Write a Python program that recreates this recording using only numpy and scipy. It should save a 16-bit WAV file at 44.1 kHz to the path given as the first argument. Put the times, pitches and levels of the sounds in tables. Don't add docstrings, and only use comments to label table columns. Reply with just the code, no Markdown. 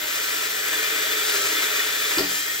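import sys
import numpy as np
from scipy import signal
from scipy.fft import rfft, irfft, next_fast_len
from scipy.io import wavfile

SR = 44100
rng = np.random.default_rng(int(sys.argv[2]) if len(sys.argv) > 2 else 0)


def pcm_store(signal):
    levels = np.round(np.clip(np.atleast_2d(signal), -1, 1) * 32767)
    wavfile.write(sys.argv[1], SR, levels.astype(np.int16).T)


N = 114660
TIME = np.arange(N) / SR
SIZE = next_fast_len(N + SR)
HZ = np.maximum(np.fft.rfftfreq(SIZE, 1 / SR), 1)

# [f/Hz, width/Hz, relative level/dB under the cutting edge, relative level/dB when knocked]
BOARD_MODES = [(59.7, 9.5, -12, -6), (151.2, 6, -15, -5), (197, 4.1, -10, -0.5), (290.6, 6.8, -20.5, 8.5),
               (319.3, 16, -0.5, -10), (362, 10, -19, 0), (446.6, 11, -5, 2), (535, 29, -8, -18),
               (627, 21, -1.5, 4), (891, 120, -13, -8)]

CUT_WHINE_DB, FREE_WHINE_DB = 1, 2.5
SPIN_UP_S, FREED_S, FREEING_S = 0.15, 2.2, 0.12
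TONE_FLUTTER_HZ, SPEED_WOBBLE = 12, .0009
HUM_BELOW, HUM_DB = 2, -2.5
RATTLE_DB, TEETH_PER_TURN, TOOTH_SPREAD_DB, GRIND = 2.5, 4.2, 2, 0.51
GEAR_RATIO, TURN_SWING_DB, FLICKER_DB = 24, 0.38, 0.86
CHIPS_PER_S, CHIP_SPREAD_DB, CHIP_SHARE = 3000, 2, 0.41
RASP_DB, BIT_DB, BOARD_DB = 4, -31.5, -6
FAN_DB, FLOOR_DB = -35.5, -60
SQUEAL_ROUGH, SQUEAL_FLUTTER_HZ = 0.37, 60
JUDDER_START_S, JUDDER_ATTACK_S, JUDDER_HOLD_S, JUDDER_RELEASE_S = 2.171, .006, .027, .006
JUDDER_HZ, JUDDER_UNEVEN, JUDDER_DB, JUDDER_OVERTONE_DB = 345, .08, -22, -14
THUD_DB, KNOCK_S, SPLINTER_DB, SPLINTER_S = -17, 0.0027, -21.5, 0.0051
BUMP_HZ, BUMP_WIDTH_HZ, BUMP_DB = 395, 220, -9
BOOM_T60_S, BOOM_HZ, BOOM_DB = 0.18, 270, -5
ROOM_T60_S, NOISE_ROOM, TONE_ROOM = 0.62, 0.87, 0.12
LOW_CUT_HZ, CUTOFF_HZ = 35, 15750


def from_db(db):
    return 10 ** (np.asarray(db) / 20)


def rms_one(x):
    return x / np.sqrt(np.mean(x ** 2) + 1e-20)


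def in_time(rows):
    s, *columns = np.transpose(rows)
    return [np.interp(TIME, s, column) for column in columns]


def in_hz(rows):
    hz, *columns = np.transpose(rows)
    return [np.interp(np.log(HZ), np.log(hz), column) for column in columns]


def filtered(x, response):
    return irfft(rfft(x, SIZE) * response, SIZE)[..., :N]


def coloured(x, spectrum):
    return rms_one(filtered(x, from_db(in_hz(spectrum)[0])))


def resonance(hz, width_hz):
    return 1 / (1 + 1j * (HZ ** 2 - hz ** 2) / (HZ * width_hz))


def drift(rate_hz):
    return rms_one(filtered(rng.standard_normal(SIZE), 1 / (1 + (HZ / rate_hz) ** 2)))


def tone(cycles, rough, flutter_hz):
    flutter = 1 + rough * (drift(flutter_hz) + 1j * drift(flutter_hz))
    return rms_one(np.real(flutter * np.exp(2j * np.pi * cycles)))


def hiss(spectrum, db):
    return from_db(db) * coloured(rng.standard_normal(N), spectrum)


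def tail(t60_s):
    decaying = rng.standard_normal(N) * from_db(-60 * TIME / t60_s)
    return rfft(rms_one(decaying) / np.sqrt(N), SIZE)


def whine(turns, rattle_db, drone_db):
    # [multiple of motor speed, relative level/dB in the cut, relative level/dB running free,
    #  share of the load's swing followed, flutter 0-1]
    tones = [(.725, -56, -60, 0, .4), (.947, -54, -53, .5, .3), (.968, -51, -60, .8, .4),
             (1.002, -46.5, -59, 1.3, .35), (1.037, -49, -62, .6, .5), (1.253, -57, -66, 1, .4),
             (1.47, -55, -64, 1, .3), (3.078, -49, -56, 1, .4), (3.21, -49, -56, 1, .4),
             (3.795, -48, -54, 1, .4), (4.01, -45.5, -48, 1, .4), (4.137, -44, -52, 1, .4),
             (4.234, -45, -52, 1, .4), (4.313, -58, -40, 0, .3), (4.47, -46, -54, 1, .4),
             (4.89, -56, -44, 0, .3), (5.6, -48, -52, 1.5, .6), (5.728, -53, -45, 0, .25),
             (7.582, -46.5, -41, 1.2, .2), (8.125, -45.5, -54, 2.4, .3), (9.82, -51, -56, .6, .35),
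             (10.51, -53, -58, 1, .35), (13.26, -50, -58, .6, .35), (18, -39, -39.5, -.3, .35),
             (36, -57, -58, 0, .35)]
    free = np.clip((TIME - FREED_S) / FREEING_S, 0, 1)
    out = 0
    for multiple, cut_db, free_db, follows, rough in tones:
        load_db, path_db = (drone_db, HUM_DB) if multiple < HUM_BELOW else (rattle_db, 0)
        loaded_db = CUT_WHINE_DB + cut_db + follows * (load_db - load_db.mean())
        db = path_db + (1 - free) * loaded_db + free * (FREE_WHINE_DB + free_db)
        out = out + from_db(db) * tone(multiple * turns, rough, TONE_FLUTTER_HZ)
    return out * np.minimum(TIME / SPIN_UP_S, 1)


def gears(turns):
    # [f/Hz, relative level/dB per Hz]
    rattle = [(150, -50), (300, -10.5), (750, -9.5), (1100, -7.5), (1400, -1.5), (1900, 0), (2600, -4.5),
              (3400, -5), (5000, -19), (9000, -15.5)]
    # [f/Hz, width/Hz, lift/dB]
    housing_modes = [(1278, 74, 2.1), (1473, 17, 1.3), (1500, 96, 2.8), (1720, 25, 1.6), (1979, 58, 3.2),
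                     (2373, 150, 5.6), (2444, 46, 4.1), (2903, 71, 4)]
    contacts = np.diff(np.floor(turns * TEETH_PER_TURN), prepend=0)
    spread = from_db(TOOTH_SPREAD_DB * np.tanh(drift(280)))
    clashes = contacts * rng.standard_normal(N) * spread
    housing = from_db(in_hz(rattle)[0])
    for hz, width_hz, lift_db in housing_modes:
        housing = housing * (1 + (from_db(lift_db) - 1) * resonance(hz, width_hz))
    force = rms_one(clashes) + GRIND * rng.standard_normal(N)
    return rms_one(filtered(force, housing))


def chips():
    sizes = from_db(CHIP_SPREAD_DB * np.minimum(rng.exponential(1, N), 5))
    signed = sizes * rng.choice([-1, 1], N)
    snaps = rms_one(signed * (rng.random(N) < CHIPS_PER_S / SR))
    return rms_one(CHIP_SHARE * snaps + rng.standard_normal(N))


def cutting(rasp_db, drone_db):
    # [f/Hz, relative level/dB per Hz]
    rasp_colour = [(800, -22), (2200, -7), (3800, -.5), (5200, -1.3), (6400, 0), (7400, 0), (8150, 3.5),
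                   (8900, .5), (9600, -4), (10500, -9), (11400, -11), (15700, -13)]
    # [f/Hz, width/Hz, relative level/dB]
    bit_modes = [(3475, 125, 11), (3790, 120, 3), (4500, 190, 1.5)]
    # [t/s, relative level/dB]
    rubbing = [(0, -9.5), (.6, -8.5), (.87, -3.5), (1.3, -3), (1.41, -14), (1.58, -4), (2.05, -1),
               (2.25, -12), (2.6, -28)]
    rasp = coloured(chips(), rasp_colour)
    bit_response = sum(from_db(db) * resonance(hz, width) for hz, width, db in bit_modes)
    board_response = sum(from_db(db) * resonance(hz, width) for hz, width, db, _ in BOARD_MODES)
    bit = rms_one(filtered(chips(), bit_response))
    board = rms_one(filtered(chips(), board_response))
    out = from_db(RASP_DB + rasp_db) * rasp
    out = out + from_db(BIT_DB + in_time(rubbing)[0]) * bit
    return out + from_db(BOARD_DB + drone_db) * board


def cooling_fan():
    # [f/Hz, relative level/dB per Hz]
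    fan_colour = [(3000, -21), (10800, 0), (11400, -14.5), (12100, -0.5), (14200, 4.5), (15700, -2.5)]
    return hiss(fan_colour, FAN_DB)


def background():
    # [f/Hz, relative level/dB per Hz]
    floor_colour = [(10, -51.5), (30, -12), (45, -4), (60, -7), (85, -7), (150, 1.5), (400, -15),
                    (2000, -27.5)]
    return hiss(floor_colour, FLOOR_DB)


def squeals():
    # [t/s of the middle, length/s, f/Hz, level/dB at the middle]
    calls = [(0.745, 0.071, 1750, -29), (1.126, 0.046, 3480, -32.5), (1.26, 0.048, 1730, -32.5),
             (1.338, 0.11, 1410, -33), (1.431, 0.086, 1325, -34.5), (1.577, 0.068, 3500, -33),
             (1.586, .09, 1790, -34.5), (1.708, 0.22, 3500, -40.5), (1.804, 0.034, 1850, -25.5),
             (2.492, 0.12, 1855, -32.5)]
    out = 0
    for s, length_s, hz, db in calls:
        swell = np.cos(np.pi * np.clip((TIME - s) / length_s, -.5, .5))
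        out = out + from_db(db) * swell * tone(hz * TIME, SQUEAL_ROUGH, SQUEAL_FLUTTER_HZ)
    return out


def judder():
    age = TIME - JUDDER_START_S
    release = np.exp(-np.maximum(age - JUDDER_HOLD_S, 0) / JUDDER_RELEASE_S)
    level = np.clip(age / JUDDER_ATTACK_S, 0, 1) * release
    slip_hz = JUDDER_HZ * (1 + JUDDER_UNEVEN * drift(97))
    phase = 2 * np.pi * np.cumsum(slip_hz) / SR
    wave = np.sin(phase) + from_db(JUDDER_OVERTONE_DB) * np.sin(2 * phase)
    return from_db(JUDDER_DB) * level * wave


def breakthrough():
    # [t/s, relative thud level/dB, relative splinter level/dB]
    knocks = [(2.171, -26, -3), (2.183, -9, 8), (2.193, -7, 3), (2.207, -5, 2.5), (2.235, -12, -6),
              (2.316, -19, -6)]
    # [f/Hz, relative level/dB per Hz]
    splinter_colour = [(300, -3.5), (850, 5.5), (2000, -1), (3300, -2), (4900, 4), (7000, -8),
                       (15000, -10.5)]

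    def burst(s, decay_s):
        return (TIME >= s) * np.exp(-np.abs(TIME - s) / decay_s)

    pushes = sum(from_db(db) * burst(s, KNOCK_S) for s, db, _ in knocks)
    cracks = sum(from_db(db) * burst(s, SPLINTER_S) for s, _, db in knocks)

    def struck(hz, width_hz):
        carrier = np.cos(2 * np.pi * (hz * TIME + rng.random()))
        return filtered(pushes * carrier, resonance(hz, width_hz))

    bump = from_db(BUMP_DB) * struck(BUMP_HZ, BUMP_WIDTH_HZ)
    board = sum(from_db(db + THUD_DB) * struck(hz, width) for hz, width, _, db in BOARD_MODES)
    thud = judder() + bump + board
    boom = from_db(BOOM_DB) * filtered(thud, tail(BOOM_T60_S) / (1 + (HZ / BOOM_HZ) ** 2))
    splinters = from_db(SPLINTER_DB) * cracks * coloured(chips(), splinter_colour)
    return thud + boom + splinters


def workshop(x, wetness):
    # [f/Hz, share of direct sound at wetness 1, lead of the left side/rad, left-right level difference/dB]
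    pair = [(60, .97, 0, .5), (160, .93, 0, 0), (290, .95, -.1, 2), (450, .85, -.3, 2.7),
            (780, .4, -1.8, 2), (1210, .65, .3, 2.5), (1850, .45, -1.9, 5.6), (2550, .45, -2.7, 2.5),
            (3400, .5, .2, .5), (4300, .5, 0, .5), (5600, .5, .9, .4), (7400, .7, 2, 0), (8000, .9, 2.5, 0),
            (8400, 1, 3.14, 0), (10750, 1, 3.14, 0), (11700, .9, 5.5, 0), (13000, .95, 6.2, 0),
            (15500, .97, 6.3, 0)]
    direct, lead, balance_db = in_hz(pair)
    wet = np.clip((1 - direct) * wetness, 0, 1)
    sides = np.array([[1], [-1]])
    room = np.array([tail(ROOM_T60_S), tail(ROOM_T60_S)])
    run_in = x[:SR // 4][::-1]
    x = np.concatenate([x, np.zeros(SIZE - N - len(run_in)), run_in])
    field = np.sqrt(1 - wet) * np.exp(.5j * sides * lead) + np.sqrt(wet) * room
    return filtered(x, from_db(sides * balance_db / 2) * field)


def scene():
    # [t/s, f/Hz in turns per s]
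    speed = [(0, 412), (.05, 421), (.12, 430.3), (.35, 431.8), (.8, 430.5), (1.17, 431.3), (1.31, 427),
             (1.37, 400), (1.43, 405), (1.52, 425), (1.65, 430.5), (2.13, 429.5), (2.23, 433), (2.31, 426),
             (2.37, 411), (2.45, 431), (2.6, 430.5)]
    # [t/s, relative levels/dB of gear rattle, rasp of the bit, drone of the board]
    effort = [(0, -33, -35.5, -36.5), (.15, -31.5, -31.5, -46), (.4, -31.5, -32, -42.5),
              (.62, -31, -33, -43.5), (.76, -29.5, -31.5, -41), (1.1, -29, -31.5, -40),
              (1.33, -29, -28, -38.5), (1.41, -31, -28.5, -36), (1.58, -28.5, -30.5, -40),
              (1.85, -30, -31.5, -41), (2.14, -29, -30, -43), (2.25, -35, -34, -41),
              (2.35, -34.5, -30, -56), (2.44, -36, -32.5, -45), (2.5, -35, -34, -44),
              (2.6, -37.5, -33, -45)]
    rattle_db, rasp_db, drone_db = in_time(effort)
    turns = np.cumsum(in_time(speed)[0] * (1 + SPEED_WOBBLE * drift(15))) / SR
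    turn_swing_db = TURN_SWING_DB * np.sin(2 * np.pi * turns / GEAR_RATIO)
    swell = from_db(turn_swing_db + FLICKER_DB * drift(24))
    rattle = from_db(RATTLE_DB + rattle_db) * gears(turns)
    grinding = swell * (rattle + cutting(rasp_db, drone_db))
    noise = grinding + cooling_fan() + background() + breakthrough()
    tones = whine(turns, rattle_db, drone_db) + squeals()
    return workshop(noise, NOISE_ROOM) + workshop(tones, TONE_ROOM)


def record(dry):
    low_cut = signal.butter(4, LOW_CUT_HZ, "high", fs=SR, output="sos")
    dry = signal.sosfilt(low_cut, dry)
    return filtered(dry, 1 / np.sqrt(1 + (HZ / CUTOFF_HZ) ** 400))


dry = scene()
out = record(dry)
pcm_store(out)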